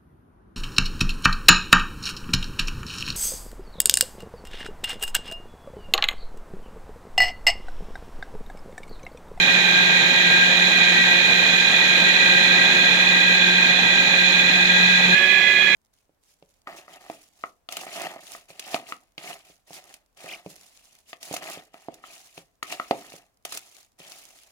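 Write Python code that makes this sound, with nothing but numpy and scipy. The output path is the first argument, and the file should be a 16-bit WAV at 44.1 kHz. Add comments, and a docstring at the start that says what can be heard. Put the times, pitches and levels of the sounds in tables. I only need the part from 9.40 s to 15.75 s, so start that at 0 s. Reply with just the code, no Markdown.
"""In a kitchen, a countertop blender runs at full speed close to a pair of microphone ports. Motor, coupling
and blades whine: wavering sinusoids at multiples of the shaft speed. Rotor imbalance hums once a turn. Churned
liquid, cooling air and brush hiss roar: filtered noise, flickering in bands. Near the end the scene changes to
the blender running faster: the whine and roar change colour and the hum is gone."""
import sys
import numpy as np
from scipy import signal
from scipy.fft import rfft, irfft, next_fast_len
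from scipy.io import wavfile

SR = 44100
rng = np.random.default_rng(int(sys.argv[2]) if len(sys.argv) > 2 else 0)


def invert_db(x):
    """Field ratio 10**(x/20) for x, a level in decibels (scalar or array-like)."""
    u = np.asarray(x, float) / 20
    return 10 ** u


def file_out(sig):
    """Save sig as 16-bit WAV at sys.argv[1]."""
    # one column per channel
    cols = np.atleast_2d(sig).T
    # limit, then scale
    lim = np.clip(cols, -1, 1)
    pcm = np.round(lim * 32767).astype(np.int16)
    wavfile.write(sys.argv[1], SR, pcm)


N = 280025

# middle of the speed step (s) and its length (s)
STEP_S, STEP_LENGTH_S = 5.749, .006
# slow random curves are computed once in this many samples
COARSE = 40
# whine before the step, ahead of load and swells:
# (multiple of shaft speed, left level [dB], right level [dB], steadiness [0-1], lead of the left port [rad])
WHINE = [(2.0, -44, -44, 0.45, 0), (3.01, -43.5, -44.5, 0.85, -0.3), (4.01, -47, -50, 0.85, 0.2),
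         (5.015, -52, -49, 0.7, 0), (6.02, -51, -53, 0.85, 0.8), (8.76, -29.5, -32, 0.85, -1.9),
         (9.03, -22.5, -33, 0.94, -2.6), (9.765, -35, -44, 0.65, -1.4), (10.0, -39, -52, 0.8, 0.9),
         (10.1, -41, -50, 0.8, 2.6), (10.195, -37, -46, 0.8, -2.5), (10.48, -40, -50, 0.8, 2.1),
         (10.58, -39, -43, 0.85, -1.7), (10.77, -29.5, -38, 0.75, 1.2), (10.83, -31, -39, 0.6, 2.7),
         (10.96, -38, -46, 0.7, -1.7), (11.14, -42, -50, 0.85, 0), (11.345, -45, -49, 0.85, -2.6),
         (11.515, -46, -50, 0.85, 0.5), (11.755, -47, -44, 0.85, 0.8), (11.895, -48, -40, 0.8, 3.0),
         (12.04, -47, -40, 0.7, -1.8), (12.135, -46, -46, 0.8, -2.5), (12.515, -40, -34.5, 0.8, 1.9),
         (12.755, -39, -36, 0.9, -2.0), (13.137, -40, -35.5, 0.85, -0.5), (13.465, -41, -31, 0.8, -3.1),
         (13.523, -30, -25, 0.92, 2.9), (13.602, -37, -28.5, 0.92, -2.8), (13.65, -45, -35, 0.7, -2.5),
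         (13.762, -35.5, -20, 0.98, -2.1), (13.871, -44, -27.5, 0.96, 3.0), (14.14, -45, -35, 0.85, -0.6),
         (14.77, -53, -42, 0.8, 1.3), (15.135, -57, -45, 0.8, -0.7), (15.89, -52, -43, 0.85, -1.7),
         (16.133, -55, -42, 0.85, -1.7), (17.135, -49, -42, 0.85, 1.4), (17.28, -56, -44, 0.85, 0),
         (17.516, -54, -36, 0.9, -1.0), (17.758, -55, -36.5, 0.9, -1.9), (17.898, -45, -36, 0.9, -1.8),
         (18.14, -46, -40.5, 0.88, 2.8), (18.52, -50, -33, 0.9, 2.6), (18.77, -60, -42, 0.85, 0),
         (18.906, -62, -40, 0.85, -0.6), (19.066, -49, -30, 0.9, -0.8), (19.145, -48, -30, 0.9, 0.4),
         (19.28, -60, -41, 0.7, 0), (19.51, -63, -43, 0.85, -1.3), (19.64, -61, -37, 0.8, 2.8),
         (19.77, -62, -43, 0.85, 0), (20.07, -62, -40, 0.88, 2.0), (20.14, -62, -43, 0.85, 0),
         (20.273, -57, -33.5, 0.9, 1.4), (20.512, -65, -37, 0.88, 0.2), (20.648, -56, -33, 0.85, 2.8),
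         (20.895, -67, -43, 0.85, -0.7), (21.133, -63, -40, 0.85, 0.5), (21.273, -58, -30.5, 0.9, -2.9),
         (21.512, -62, -35.5, 0.9, -2.4), (21.656, -66, -38, 0.85, 2.1), (22.137, -63, -36, 0.88, 0.9),
         (22.277, -61, -29.5, 0.88, 0.4), (22.52, -57, -26, 0.97, 1.1), (22.9, -70, -40, 0.88, 0.5),
         (23.14, -70, -39, 0.88, 0.6), (35.9, -49, -64, 0.5, 0), (38.13, -43, -55, 0.75, 2.0)]
# whine after the step, ahead of load and swells:
# (multiple of shaft speed, left level [dB], right level [dB], steadiness [0-1], lead of the left port [rad])
FAST_WHINE = [(1.0, -45, -45, 0.88, 0), (1.97, -43, -42, 0.75, 0), (3.0, -46, -48, 0.81, -0.2),
              (4.0, -48, -52, 0.6, 0.2), (6.0, -47, -46, 0.85, 0.4), (8.727, -36, -32, 0.88, -0.8),
              (9.0, -26.5, -18.5, 0.97, 0.3), (9.35, -36, -29, 0.85, 0.0), (9.72, -43, -43, 0.85, -0.0),
              (10.6, -42, -34, 0.6, -0.5), (10.73, -31, -22.5, 0.8, -0.4), (11.3, -44, -36, 0.85, -0.7),
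              (11.55, -41, -32, 0.7, 0.0), (11.71, -37, -35, 0.59, 0.0), (12.46, -39, -36, 0.85, 1.9),
              (12.71, -45, -28, 0.74, 2.9), (13.094, -32, -18, 0.94, 0.2), (13.44, -42, -26, 0.65, -0.7),
              (13.71, -43, -34, 0.85, 0.2), (16.82, -56, -36, 0.85, 0.2), (17.19, -47, -37, 0.85, -2.1),
              (17.7, -50, -29, 0.8, -1.2), (17.815, -38, -24, 0.95, -1.2), (18.1, -46, -36, 0.8, -1.3),
              (18.465, -48, -31.5, 0.8, -1.4), (19.02, -42, -35, 0.64, 1.1), (20.17, -56, -40, 0.8, 1.4),
              (21.2, -61, -37, 0.8, -0.3), (21.445, -55, -31, 0.8, -1.6), (21.56, -57, -35, 0.8, -2.0),
              (22.06, -53, -40, 0.76, -1.7)]
# noise spectrum of the roar, ahead of load: (frequency [Hz], left and right density before the step
# [dB per Hz], left and right density after the step [dB per Hz])
ROAR = [(30, -87, -86, -90, -89), (60, -81, -81, -83, -83), (110, -70, -70, -71, -71),
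        (165, -60, -60, -65, -65), (300, -62, -62, -66, -66), (600, -63.5, -63, -65, -64),
        (780, -60, -59.5, -65, -65), (930, -60, -59, -67, -66), (1000, -66, -67, -69, -68),
        (1400, -62, -65, -68, -67), (1530, -59, -63, -66, -62), (1700, -54, -61, -60, -54),
        (1900, -50, -58, -60, -56.5), (2170, -59, -58.5, -60, -54), (2400, -57, -54, -58, -49.5),
        (2600, -63, -54, -64, -54), (3000, -67, -59.5, -72, -58), (3200, -66, -54.5, -68, -54),
        (3700, -71, -54, -72, -58), (4150, -77, -52, -72, -56), (4350, -78, -61.5, -72, -63),
        (4800, -76, -68, -74, -72), (5300, -70, -72, -72, -77), (6200, -68, -75, -72, -79),
        (6800, -63, -73, -70, -77), (7300, -73, -77, -74, -78), (8000, -82, -82, -83, -88),
        (9100, -86, -85, -86, -90), (9900, -91, -91, -93, -99), (11200, -85, -86, -89, -89),
        (13000, -88, -88, -88, -92), (14500, -85, -93, -88, -100), (15450, -84, -100, -87, -100),
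        (15600, -120, -120, -120, -120)]
# correlation of the roar at the two ports: (frequency [Hz], likeness [-1 to 1, negative = opposed])
LIKENESS = [(30, .7), (70, .88), (150, .93), (400, .94), (850, .85), (1200, .35), (1600, .2), (2150, -.4),
            (3000, .2), (4500, 0)]
# gain from the churning load: (time [s], roar gain [dB], whine gain [dB])
LOAD = [(0, 0.5, 0.6), (3.5, 0.5, 1.5), (4, -0.9, 0.8), (5.74, 0.1, 0.8), (6.35, 0, 0)]
# rotor imbalance shaking the base once a turn, until the step: (time [s], mean level of both ports [dB])
HUM = [(0, -33.5), (1.0, -33), (2.6, -36.5), (3.9, -32), (4.9, -32.5), (5.73, -28.5)]
# edges of the roar's flicker bands: (frequency [Hz])
EDGES_HZ = [0, 1400, 4400, 7600, 11000, 30000]
# modulation of each band: (depth [relative])
FLICKER_DEPTH = [0.7, 0.26, 0.3, 0.5, 0.5]
# tones that grow or fade as the creeping speed carries them past resonances of the housing:
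# (multiple of shaft speed, change of level from start to step [dB])
GROWTH = [(12.515, -9), (12.755, 6), (13.523, 6), (13.602, 3), (13.871, -6), (17.516, -4), (18.52, -5),
          (19.145, 6), (21.273, -9), (21.512, 5), (22.277, 3)]
# random swell of a tone: depth (dB, reduced by its steadiness) and pace (Hz)
SWELL_DB, SWELL_HZ = 2.2, 2.4
# the most marked swells and sags: (time [s], multiple of shaft speed, level change [dB], half length [s])
SURGES = [(.43, 9.03, 5, .1), (1.0, 9.03, 4, .1), (2.05, 9.03, -4, .3), (5.55, 9.03, 4, .06),
          (5.745, 9.03, 8, .025), (.55, 10.77, 6, .05), (1.6, 10.77, 8, .09), (3.75, 10.77, 5, .05),
          (5.8, 10.73, -8, .07), (5.9, 10.73, 4, .03), (6.08, 10.73, 3, .03), (6.21, 10.73, -8, .03),
          (6.27, 17.815, 4, .05)]
# shaft speed until the step, creeping up as the mix thins: (time [s], speed [turns per s])
SPEED = [(0, 178.45), (.5, 178.85), (.9, 178.7), (1.25, 179.2), (1.6, 178.9), (2.6, 179.35), (3.0, 179.85),
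         (3.9, 180.3), (4.1, 179.95), (4.7, 180.15), (5.5, 180.75), (5.75, 180.75)]
# shaft speed after the step (turns per s)
FAST_TURNS_PER_S = 187.4
# the sloshing vortex rocks the speed: depth (turns per s), pace (Hz), steadiness (0-1), a crest (s)
WOBBLE_TURNS_PER_S, WOBBLE_HZ, WOBBLE_STEADY, WOBBLE_CREST_S = 0.3, 3.8, 0.9, 3.65
# random tremble of the speed: rms depth (turns per s) and pace (Hz)
TREMBLE_TURNS_PER_S, TREMBLE_HZ = 0.1274, 8.7


def rms_one(x):
    """Normalisation: scales a signal to unit power."""
    return x / np.sqrt(np.mean(np.abs(x) ** 2) + 1e-20)


def in_time(rows):
    """Linear interpolation: gives the columns of a time table at every sample."""
    s, *columns = np.transpose(rows)
    return [np.interp(np.arange(N) / SR, s, column) for column in columns]


def coarse_drift(rate_hz):
    """Low-passed noise: two equal one-pole filters leave a slow complex random curve, at coarse points."""
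    pole = np.exp(-2 * np.pi * rate_hz * COARSE / SR)
    white = rng.standard_normal((2, N // COARSE + 1002))
    slow = signal.lfilter([1], [1, -2 * pole, pole * pole], white)[:, 1000:]    # the filter has settled
    return rms_one(slow[0] + 1j * slow[1])


def fill_in(coarse, span=slice(None)):
    """Linear interpolation: fills the samples between coarse points."""
    return np.interp(np.arange(N)[span] / COARSE, np.arange(len(coarse)), coarse)


def drift(rate_hz):
    """Low-passed noise: a slow complex random curve at every sample."""
    return fill_in(coarse_drift(rate_hz))


def after_step():
    """Linear crossfade: share of the faster running state, 0 before the step and 1 after."""
    return np.clip((np.arange(N) / SR - STEP_S) / STEP_LENGTH_S + .5, 0, 1)


def shaft_turns():
    """Angle as the integral of speed: a creeping, rocking, trembling speed that jumps at the step."""
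    s = np.arange(N) / SR
    fast = after_step()
    speed = (1 - fast) * in_time(SPEED)[0] + fast * FAST_TURNS_PER_S
    slosh = WOBBLE_STEADY + np.sqrt(1 - WOBBLE_STEADY ** 2) * drift(1.0)
    rocking = np.exp(2j * np.pi * WOBBLE_HZ * (s - WOBBLE_CREST_S))
    wobble = WOBBLE_TURNS_PER_S * np.real(slosh * rocking)
    tremble = TREMBLE_TURNS_PER_S * rms_one(drift(TREMBLE_HZ).real)
    return np.cumsum(speed + wobble + tremble) / SR


def roar(turns, flicker_db, throb):
    """Turbulent noise: partly coherent at the ports, each band flickering and throbbing once a turn."""
    size = next_fast_len(N)
    hz = np.maximum(np.arange(size // 2 + 1) * SR / size, 1)
    table, likeness = np.array(ROAR, float), np.array(LIKENESS)
    alike = np.clip(np.interp(np.log(hz), np.log(likeness[:, 0]), likeness[:, 1]), -1, 1)
    # shared and opposed noise, mixed to give the wanted correlation
    mid, side = rfft(rng.standard_normal((2, size)))
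    pair = np.sqrt((1 + alike) / 2) * mid + np.sqrt((1 - alike) / 2) * side * [[1], [-1]]
    density_db = [np.interp(np.log(hz), np.log(table[:, 0]), table[:, k]) for k in range(1, 5)]
    colour = invert_db(density_db) * np.sqrt(SR / 2)    # unit white noise spreads its power over SR / 2 hertz
    out, fast = 0, after_step()
    for low_hz, high_hz, depth in zip(EDGES_HZ, EDGES_HZ[1:], FLICKER_DEPTH):
        band = pair * ((hz >= low_hz) & (hz < high_hz))
        before = irfft(band * colour[:2], size)[:, :N]
        after = irfft(band * colour[2:], size)[:, :N]
        sound = (1 - fast) * before + fast * after
        flicker = invert_db(flicker_db * depth * (0.5 * drift(15.0).real + drift(21.6).real))
        once_a_turn = 1 + throb * depth * np.cos(2 * np.pi * turns)
        out = out + sound * rms_one(flicker * once_a_turn)
    return out


def hum(turns, steady, waver_hz):
    """Forced vibration by imbalance: a near sine on the shaft speed, a little stronger at the right port."""
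    waver = steady + np.sqrt(1 - steady ** 2) * drift(waver_hz)
    level = invert_db(in_time(HUM)[0] + [[-.3], [.3]])
    return level * np.sqrt(2) * np.real(waver * np.exp(2j * np.pi * turns))


def swell_db(multiple, steady):
    """Amplitude modulation: a tone's random swell, even growth and bell-shaped surges, at coarse points."""
    chance = SWELL_DB * np.sqrt(1 - steady ** 2) * rms_one(coarse_drift(SWELL_HZ).real)
    s = np.arange(len(chance)) * COARSE / SR
    growth = dict(GROWTH).get(multiple, 0) * (s / STEP_S - .5)
    surges = sum(db * np.exp(-((s - at) / half) ** 2) for at, tone, db, half in SURGES if tone == multiple)
    return chance + growth + surges


def whine(table, turns, span, waver_hz, apart):
    """Shaft-locked tones: blade load in the liquid makes the strength and phase of each one waver."""
    turns, out = turns[span], np.zeros((2, N))
    for multiple, left_db, right_db, steady, lead in table:
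        loose = np.clip(apart * min(multiple / 14.4, 1), 0, 1)    # low multiples reach both ports alike
        waver = steady + np.sqrt(1 - steady ** 2) * coarse_drift(waver_hz)
        other = np.sqrt(1 - loose ** 2) * waver + loose * coarse_drift(waver_hz)
        swell = invert_db(swell_db(multiple, steady))
        waver, other = fill_in(waver * swell, span), fill_in(other * swell, span)
        carrier = np.sqrt(2) * np.exp(2j * np.pi * (multiple * turns + rng.random()))
        # room reflections blur the tone at the port that hears less of it
        left, right = (other, waver) if right_db > left_db else (waver, other)
        out[0, span] += invert_db(left_db) * np.real(carrier * left * np.exp(1j * lead))
        out[1, span] += invert_db(right_db) * np.real(carrier * right)
    return out


def scene():
    """Superposition: roar, hum and the whine of both running states, on one shaft angle."""
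    roar_db, whine_db = in_time(LOAD)
    fast, step, turns = after_step(), int(STEP_S * SR), shaft_turns()
    noise = invert_db(roar_db) * roar(turns, flicker_db=2.5, throb=0.02)
    base = (1 - fast) * hum(turns, steady=0.98, waver_hz=7.5)
    # both spans reach past the step, for the crossfade
    tones = (1 - fast) * whine(WHINE, turns, slice(0, step + 2000), waver_hz=15.8, apart=0.51)
    tones += fast * whine(FAST_WHINE, turns, slice(step - 2000, N), waver_hz=23.8, apart=0.97)
    return noise + base + invert_db(whine_db) * tones


def top_cut(x):
    """Nothing passes above the cut-off."""
    return signal.sosfilt(signal.butter(12, 15850, fs=SR, output="sos"), x)


def record(dry):
    """Soft saturation: a hyperbolic tangent rounds the loudest peaks."""
    rounded = 2.5 * np.tanh(dry / 2.5)
    return top_cut(rounded)


dry = scene()
out = record(dry)
file_out(out)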